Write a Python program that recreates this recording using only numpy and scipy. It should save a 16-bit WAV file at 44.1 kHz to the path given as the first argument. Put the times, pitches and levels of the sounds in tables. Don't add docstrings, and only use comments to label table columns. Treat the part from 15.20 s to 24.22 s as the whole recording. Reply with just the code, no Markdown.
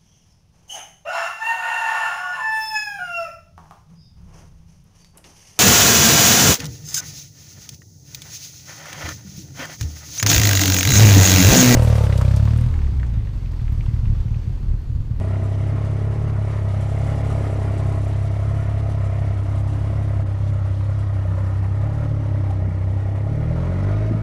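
import sys
import numpy as np
from scipy import signal
from scipy.io import wavfile
from scipy.ndimage import uniform_filter1d

SR = 44100
rng = np.random.default_rng(int(sys.argv[2]) if len(sys.argv) > 2 else 0)


def wrap_up_sound(samples):
    columns = np.atleast_2d(samples).T
    tamed = np.clip(columns, -1, 1)
    steps = np.round(tamed * 32767).astype(np.int16)
    wavfile.write(sys.argv[1], SR, steps)


def decibels_to_gain(level_db):
    exponent = np.asarray(level_db, float) / 20
    return 10 ** exponent


N = 397782
TIME_S = np.arange(N) / SR

# t/s, rate/(firings per s)
SPEED = [(0.0, 32.164), (0.6, 34.338), (0.9, 34.515), (1.0, 36.33), (1.2, 33.911), (1.3, 34.94),
         (1.5, 33.019), (1.9, 34.927), (2.2, 34.265), (2.3, 33.374), (3.1, 33.567), (3.3, 34.291),
         (3.7, 34.547), (3.9, 32.759), (4.0, 33.77), (4.2, 33.084), (4.8, 34.376), (5.1, 32.839),
         (5.2, 33.624), (5.5, 32.512), (5.8, 33.805), (6.1, 32.121), (6.5, 32.606), (6.8, 36.709),
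         (7.2, 32.907), (7.5, 31.582), (8.0, 33.472), (8.4, 41.922), (8.8, 52.997), (9.02, 54.718)]
IDLE_RATE = 33.5
START_FIRINGS = -.0055
UNEVEN_FIRINGS, LATEST_FIRINGS = .013, 1.75
CYLINDER_DB = [.3, .2, -.5]
# t/s, change/dB
WEAK = [(5.055, -4.5), (5.175, -2), (7.485, -2), (7.515, -1.5)]
# t/s, change/dB
CAN_HITS = [(2.245, -3.5), (5.995, 3), (6.055, 4.5), (6.185, 4.5), (6.305, 3), (6.7, 4), (6.81, 3.5),
            (8.31, 5)]

# rate/(firings per s), level/dB x 5
BOOM = [(32, -46, -29, -21.5, -35, -39), (33.17, -39.5, -31.5, -21, -32.5, -49),
        (33.8, -40, -30, -21.5, -30.5, -47), (35.84, -35.5, -29, -23, -28.5, -40),
        (40.5, -30.5, -26, -25.5, -30, -61), (47, -30, -20.5, -28.5, -34.5, -52),
        (54.4, -26, -18.5, -35.5, -51, -44), (53.6, -29, -19.5, -33.5, -36.5, -48)]
# lag/firing intervals at idle, added lag/firing intervals per (firing per s)
BOOM_LAG = [(.863, .016), (0, 0), (.854, -.002), (.967, 0), (.06, -.002)]
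BOOM_SHARES = [(.01, .15, 0.22), (.01, 0.24, 0.26), (-0.091, -0.14, -0.13), (.1, 0.048, 0.052),
               (.1, 0.98, 0.3)]
WAVER_DB = [.8, 0.084, 0.09, 1.96, 2.6]
WAVER_STEP_S = .07
# middle t/s, half length/s, 4th multiple change/dB, 5th multiple change/dB
STUMBLES = [(4.22, .07, -7, 3), (6.1, .07, -18, 9), (6.43, .04, -12, 7), (7.5, .035, -5, 11),
            (7.68, .03, -8, 3)]
# multiple, rms level/dB at idle, lag/firing intervals, panel echo share, gain by wall/dB
UPPER_BOOM = [(6, -44, 0.0923, .1, 2), (7, -48.5, 0.026, 0.71, 5), (12, -51.5, 0.032, 0.95, -1.5),
              (13, -55.5, 0.059, 0.76, 4.5)]
UPPER_FADE_DB = -20
WALL_S = 2.3
# f/Hz, level/dB
RUMBLE = [(15, -30), (35, -4), (60, 0), (110, 0), (170, -6), (300, -30)]
RUMBLE_DB = -41

# f/Hz, level/dB
RASP = [(120, 3.5), (170, -8), (225, 0), (255, -5), (300, -5.5), (350, -12), (450, -31), (600, -48)]
# t/s, growl f/Hz, rasp f/Hz
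PIPE_HZ = [(0, 310, 361), (.5, 288, 410), (1.0, 294, 394), (1.5, 298, 388), (1.9, 273.5, 430),
           (2.6, 285.6, 393), (4, 285, 413), (4.6, 288.4, 411), (7.9, 287.5, 410), (9.02, 289, 400)]
# place/firing intervals, level/dB
CYCLE = [(0.07, 3.5), (0.366, 2.5), (0.555, 0.5), (.72, 6.5), (1.371, 1), (1.544, 2.5), (1.904, 1.5),
         (2.247, -15), (2.39, 6.5), (2.541, -6), (2.817, 6.5)]
# t/s, upper f/Hz, lower f/Hz, lower mode level/dB
CAN_HZ = [(0, 655, 573, -4.5), (.8, 635, 566, -19.5), (1.5, 643, 567, -8), (1.7, 653, 550, -5.5),
          (3, 655, 555, -10.5), (4.1, 674, 580, -7), (5.03, 655, 548, -6), (5.08, 609, 548, -15),
          (5.7, 594, 528, -7), (5.78, 654, 535, -10), (6.2, 590, 532, -5.5), (6.6, 632, 557, -11),
          (6.85, 588, 523, -11), (7.4, 629, 536, -8.5), (7.55, 604, 528, -6), (7.9, 664, 544, -4),
          (8.3, 597, 542, -13.5), (8.6, 605, 548, -10.5), (8.75, 630, 546, -12.5), (9.02, 618, 540, -7)]
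CAN_CYLINDER_DB = [3, 4.5, 2.5]
CAN_SPREAD_POWER = 1.66

# f/Hz, level/dB
CLATTER = [(500, 3.5), (720, -2), (900, -7.5), (1400, -1.5), (1550, -8.5), (2000, -35)]
# f/Hz, width/Hz, level/dB at idle, rise/dB per doubling of speed
CASING = [(990, 210, -7.5, -9.5), (1219, 55, -15, 11.5), (1447, 23, -17.5, 8.5)]
# f/Hz, level/dB
RING = [(1300, -28.5), (1600, -9), (1780, -1.5), (1890, 1.5), (2150, -0.5), (2400, -5.5), (2800, -12),
        (3300, -29.5)]
# f/Hz, level/dB
HISS = [(2200, -34.5), (2800, 1), (3500, -3), (4770, -7), (5850, -8), (7000, -12), (8500, -30.5)]
# f/Hz, level/dB
FIZZ = [(5500, -21), (7000, 0.5), (8500, -4.5), (10200, -5.5), (12100, -11.5), (14400, -23), (16000, -45.5)]
# t/s, f/Hz
COVER_HZ = [(0, 1920), (5.3, 1896), (5.85, 1920), (6.05, 1820), (6.4, 1845), (7, 1876), (9.02, 1880)]
# t/s, peak level/dB, f/Hz
KNOCKS = [(7.481, -19, 155), (7.512, -27, 155), (8.116, -28, 320), (8.859, -27, 330), (8.913, -12, 232),
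          (8.922, -18, 240), (8.951, -14, 171), (8.97, -30, 260)]

# t/s, growl/dB, echo off panels/dB, treble/dB
RIDE = [(0.0, 1, 0.5, 3), (1.2, 1.5, -1.3, 1.5), (1.8, -0.8, -0.5, 7), (2.25, 0, 2, 6), (2.7, 2.2, 0, 7),
        (3.0, 0.5, -1, 4), (4.05, -1.2, 1, 1), (4.5, 3, -4, 4), (4.65, 1.5, 0, 1.1), (5.7, 0.5, -3.5, -0.5),
        (6.3, 2.5, -1.5, -2), (6.45, 2, 0.5, -3), (6.9, 2, -1, -2), (8.1, 3, 1.5, -4.5), (8.7, 0, -0.5, -2),
        (9.02, 0, -0.5, -11.5)]
# level/dB at idle, rise/dB per doubling of speed, shares of growl, panel echo, treble changes
LAYERS = dict(low_rasp=(-42, 4.5, 2, 1.5, 0.9), growl=(-44, 3, 1.34, -0.2, 0.2),
          high_rasp=(-47, 21.5, 0.5, 2.34, 0.73), can=(-41, 0.5, -0.4, 1.03, 0.36),
          clatter=(-45.5, 9, 0, 0.1, 0.34), casing=(-53, 7.5, -0.36, 0.66, 0.45),
          hiss=(-59.5, 6, -0.4, 0, 0.6), fizz=(-66, -2, -0.5, -0.1, 1),
          lower_cover=(-56, 2.5, 2.5, 1, 0.31), upper_cover=(-67, 4.5, 1.4, 1, -0.5))
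# part, middle t/s, half length/s, change/dB
SPELLS = [("boom_2", .2, .7, -0.49), ("boom_2", 4.6, 1.4, 2.1), ("casing", 8.3, .25, 1.5),
          ("casing", 7.4, .5, 0.94), ("lower_cover", 1.87, 0.42, 10.4), ("upper_cover", 2.1, .3, 5.6),
          ("lower_cover", 4.4, 0.096, 2), ("clatter", 6.17, 0.65, 1.8), ("lower_cover", 6.7, 0.16, 6.2),
          ("lower_cover", 7.31, 0.025, 12), ("clatter", 7.32, .025, 3), ("can", 6.45, .1, -7),
          ("upper_cover", 5.95, 0.6, 12), ("can", 7.2, .3, 1.7), ("low_rasp", 4.6, .5, 2),
          ("clatter", 6.8, 0.052, 2.8), ("lower_cover", 2.6, 0.29, 2.2), ("clatter", 8.4, 0.12, 4.2),
          ("high_rasp", 1, 0.51, 5.2), ("low_rasp", 0.27, 0.8, 3.5), ("growl", 1, 1, -4),
          ("growl", 7.15, 0.3, 4.3), ("can", 8.82, 0.071, 2.2), ("can", 4.2, .06, -4),
          ("clatter", 6.25, .1, 2.5), ("high_rasp", 6.25, .12, 3), ("fizz", 7.7, 0.058, 4.5),
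          ("clatter", 8.96, 0.26, -1.6), ("fizz", 7.4, .4, -2.6), ("low_rasp", 2.84, 0.66, -4.6),
          ("low_rasp", 8.74, 0.35, 4.1)]

TOP_HZ = 11760
CEILING = 0.65


def evened(x):
    return x / np.sqrt(np.mean(x ** 2) + 1e-20)


def curve(rows, index):
    rows = np.array(rows)
    return np.interp(TIME_S, rows[:, 0], rows[:, index])


def speed_ratio():
    return curve(SPEED, index=1) / IDLE_RATE


def coloured(x, points):
    hz, db = np.transpose(points)
    grid_hz = abs(np.fft.fftfreq(16384, 1 / SR))
    log_gain = np.log(decibels_to_gain(np.interp(np.log(grid_hz + 1), np.log(hz), db, -90, -90)))
    taps = np.fft.ifft(np.exp(np.conj(signal.hilbert(log_gain)))).real[:8192]
    return evened(signal.oaconvolve(x, taps)[:N])


def resonate(x, hz, width_hz):
    turn = np.exp(2j * np.pi * np.cumsum(hz) / SR)
    r = np.exp(-np.pi * width_hz / SR)
    return 2 * (turn * signal.lfilter([1 - r], [1, -r], x / turn)).real


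def crank():
    even = START_FIRINGS + np.cumsum(curve(SPEED, index=1)) / SR
    return even - UNEVEN_FIRINGS * np.cos(2 * np.pi * (even - LATEST_FIRINGS) / 3)


def strength_db(turns, at, spread_db):
    count = np.floor(turns - at).astype(int) + 3
    firings = count[-1] + 1
    db = np.resize(CYLINDER_DB, firings) + spread_db * rng.standard_normal(firings)
    for s, weak_db in WEAK:
        db[count[round(s * SR)]] += weak_db
    return db[count]


def gate(turns, at, sharp):
    return np.exp(sharp * np.cos(2 * np.pi * (turns - at)))


def clicks(turns, at):
    return np.diff(np.floor(turns - at), prepend=np.floor(turns[0] - at))


def wobble(turns, spread):
    count = np.arange(-3, turns[-1] + 3)
    return turns + np.interp(turns, count + .9, spread * rng.standard_normal(len(count)))


def shift_db(shares):
    return sum(share * curve(RIDE, index=k + 1) for k, share in enumerate(shares))


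def waver_db(spread_db):
    steps_s = np.arange(0, N / SR + .5, WAVER_STEP_S)
    return spread_db * np.interp(TIME_S, steps_s, rng.standard_normal(len(steps_s)))


def stumble_db(multiple):
    db = np.zeros(N)
    for s, half_s, fourth_db, fifth_db in STUMBLES:
        change_db = {4: fourth_db, 5: fifth_db}.get(multiple, 0)
        db += change_db * np.exp(-((TIME_S - s) / half_s) ** 4)
    return db


def spell_db(name):
    return sum(db * np.exp(-((TIME_S - s) / half_s) ** 2)
               for part, s, half_s, db in SPELLS if part == name)


def level(name):
    idle_db, rev_db, *shares = LAYERS[name]
    return decibels_to_gain(idle_db + rev_db * np.log2(speed_ratio()) + shift_db(shares) + spell_db(name))


def patchy(x, spread_db):
    z = signal.stft(x, nperseg=2048, noverlap=1536)[2]
    patches = uniform_filter1d(rng.standard_normal(z.shape), size=4, axis=0)
    patches = uniform_filter1d(patches, size=9, axis=1)
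    return signal.istft(z * decibels_to_gain(spread_db * evened(patches)), nperseg=2048, noverlap=1536)[1][:N]


def rumble():
    return decibels_to_gain(RUMBLE_DB) * coloured(rng.standard_normal(N), RUMBLE)


def knocks():
    out = np.zeros(N)
    for s, db, hz in KNOCKS:
        u = (TIME_S - s) * hz
        out -= decibels_to_gain(db) * np.cos(2 * np.pi * u) * np.exp(-(u / 0.6) ** 2)
    return out


def valves(turns):
    tick_size = decibels_to_gain(3 * np.minimum(rng.exponential(1, N), 3))
    ticks = tick_size * (rng.random(N) < 900 / SR) * rng.choice([-1, 1], N)
    drive = rng.standard_normal(N) + .3 * evened(ticks)
    both_db = uniform_filter1d(strength_db(turns, 0.63, spread_db=1.33), 300)
    top_db = uniform_filter1d(strength_db(turns, 0.63, spread_db=1.33), 300)
    drops_db = np.repeat(6 * (rng.random(N // 900 + 1) < .04), 900)[:N]
    top_db -= uniform_filter1d(drops_db, 200)
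    low = coloured(drive * gate(turns, 0.52, sharp=0.14), HISS)
    top = coloured(drive * gate(turns, 0.79, sharp=0.17), FIZZ)
    return level("hiss") * decibels_to_gain(both_db) * low + level("fizz") * decibels_to_gain(both_db + top_db) * top


def covers(turns):
    low_drive = rng.standard_normal(N) * gate(turns, 0.73, sharp=0.4)
    high_drive = rng.standard_normal(N) * gate(turns, .18, sharp=.8)
    low = resonate(low_drive, np.full(N, 805.), 52)
    high = resonate(high_drive, curve(COVER_HZ, index=1), 60)
    return level("lower_cover") * evened(low) + level("upper_cover") * evened(high)


def clatter(turns):
    stroke = decibels_to_gain(uniform_filter1d(strength_db(turns, 0.41, spread_db=1.3), 150))
    shake = rng.standard_normal(N) * gate(turns, 0.6, sharp=0.091) * stroke
    octaves = np.log2(speed_ratio())
    modes = np.zeros(N)
    for hz, width_hz, db, rev_db in CASING:
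        drift_db = uniform_filter1d(waver_db(2.5), size=16000)
        modes += decibels_to_gain(db + drift_db + rev_db * octaves) * evened(resonate(shake, np.full(N, hz), width_hz))
    low = evened(coloured(shake, CLATTER) + modes)
    ring = coloured(rng.standard_normal(N) * gate(turns, 0.22, sharp=0.2) * stroke, RING)
    return level("clatter") * low + level("casing") * ring


def can(turns):
    shaky = wobble(turns, spread=.005)
    low_blow, blow = clicks(shaky, .25), clicks(shaky, .31)
    late = clicks(shaky, .66) * decibels_to_gain(-13 + 3 * rng.standard_normal(N))
    puffs = evened(rng.standard_normal(N) * (0.99 + gate(turns, 0.44, sharp=0.37)))
    gas = .3 * speed_ratio() ** .9 * puffs
    cylinder = np.floor(turns - .2).astype(int) % 3
    uneven_db = np.array(CAN_CYLINDER_DB)[cylinder] * speed_ratio() ** CAN_SPREAD_POWER
    hit_db = sum(db * (abs(TIME_S - s + .004) < .012) for s, db in CAN_HITS)
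    force = decibels_to_gain(strength_db(turns, .1, spread_db=1.4) + uneven_db + hit_db)
    upper = force * (evened(blow + late) + gas)
    lower = force * (evened(low_blow) + gas)
    for width_hz in (80, 120, 170):
        upper = resonate(upper, curve(CAN_HZ, index=1), width_hz)
    for width_hz in (80, 130, 200):
        lower = resonate(lower, curve(CAN_HZ, index=2), width_hz)
    return level("can") * evened(evened(upper) - decibels_to_gain(curve(CAN_HZ, index=3)) * evened(lower))


def rasp(turns):
    shaky = wobble(turns, spread=.006)
    knock = evened(sum(decibels_to_gain(db) * clicks(shaky / 3, at / 3) for at, db in CYCLE))
    flow = .32 * speed_ratio() ** 1.2 * rng.standard_normal(N)
    drive = decibels_to_gain(strength_db(turns, .2, spread_db=1)) * knock + flow
    growl_hz, rasp_hz = curve(PIPE_HZ, index=1), curve(PIPE_HZ, index=2)
    growl = resonate(resonate(drive, growl_hz, 66), growl_hz, 68)
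    blow = evened(clicks(shaky, .33)) / speed_ratio() ** 3
    high = resonate(resonate(.25 * drive + blow + flow, rasp_hz, 100), rasp_hz, 130)
    low = level("low_rasp") * coloured(drive, RASP)
    return low + level("growl") * evened(growl) + level("high_rasp") * evened(high)


def boom(turns):
    rate, law = curve(SPEED, index=1), np.transpose(BOOM)
    lines = np.zeros(N)
    for k, (lag, more) in enumerate(BOOM_LAG):
        multiple = k + 1
        db = np.interp(rate, law[0], law[multiple]) + shift_db(BOOM_SHARES[k]) + waver_db(WAVER_DB[k])
        db = db + stumble_db(multiple) + spell_db("boom_" + str(multiple))
        delayed = turns - lag - more * (rate - IDLE_RATE)
        lines += np.sqrt(2) * decibels_to_gain(db) * np.cos(2 * np.pi * multiple * delayed)
    near_wall = np.exp(-(TIME_S / WALL_S) ** 6)
    for multiple, idle_db, lag, share, wall_db in UPPER_BOOM:
        db = idle_db + UPPER_FADE_DB * np.log2(speed_ratio()) + share * curve(RIDE, index=2)
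        db = db + wall_db * near_wall + waver_db(2.96)
        lines += np.sqrt(2) * decibels_to_gain(db) * np.cos(2 * np.pi * round(multiple) * (turns - lag))
    push = decibels_to_gain(uniform_filter1d(strength_db(turns, 0.23, spread_db=.85), 400))
    return lines * push


def scene():
    turns = crank()
    metal = patchy(clatter(turns) + valves(turns), spread_db=1.6) + covers(turns)
    return (rumble() + knocks() + metal + can(turns) + rasp(turns) + boom(turns))[None]


def roll_off(x):
    return signal.sosfilt(signal.butter(12, 14850, fs=SR, output="sos"), x)


def record(dry):
    faded = dry * np.minimum(np.arange(N, 0, -1) / 130, 1)
    dull = signal.sosfilt(signal.butter(8, TOP_HZ, fs=SR, output="sos"), faded)
    mix = CEILING * np.tanh(decibels_to_gain(0.85) * dull / CEILING)
    return roll_off(mix)


dry = scene()
out = record(dry)
wrap_up_sound(out)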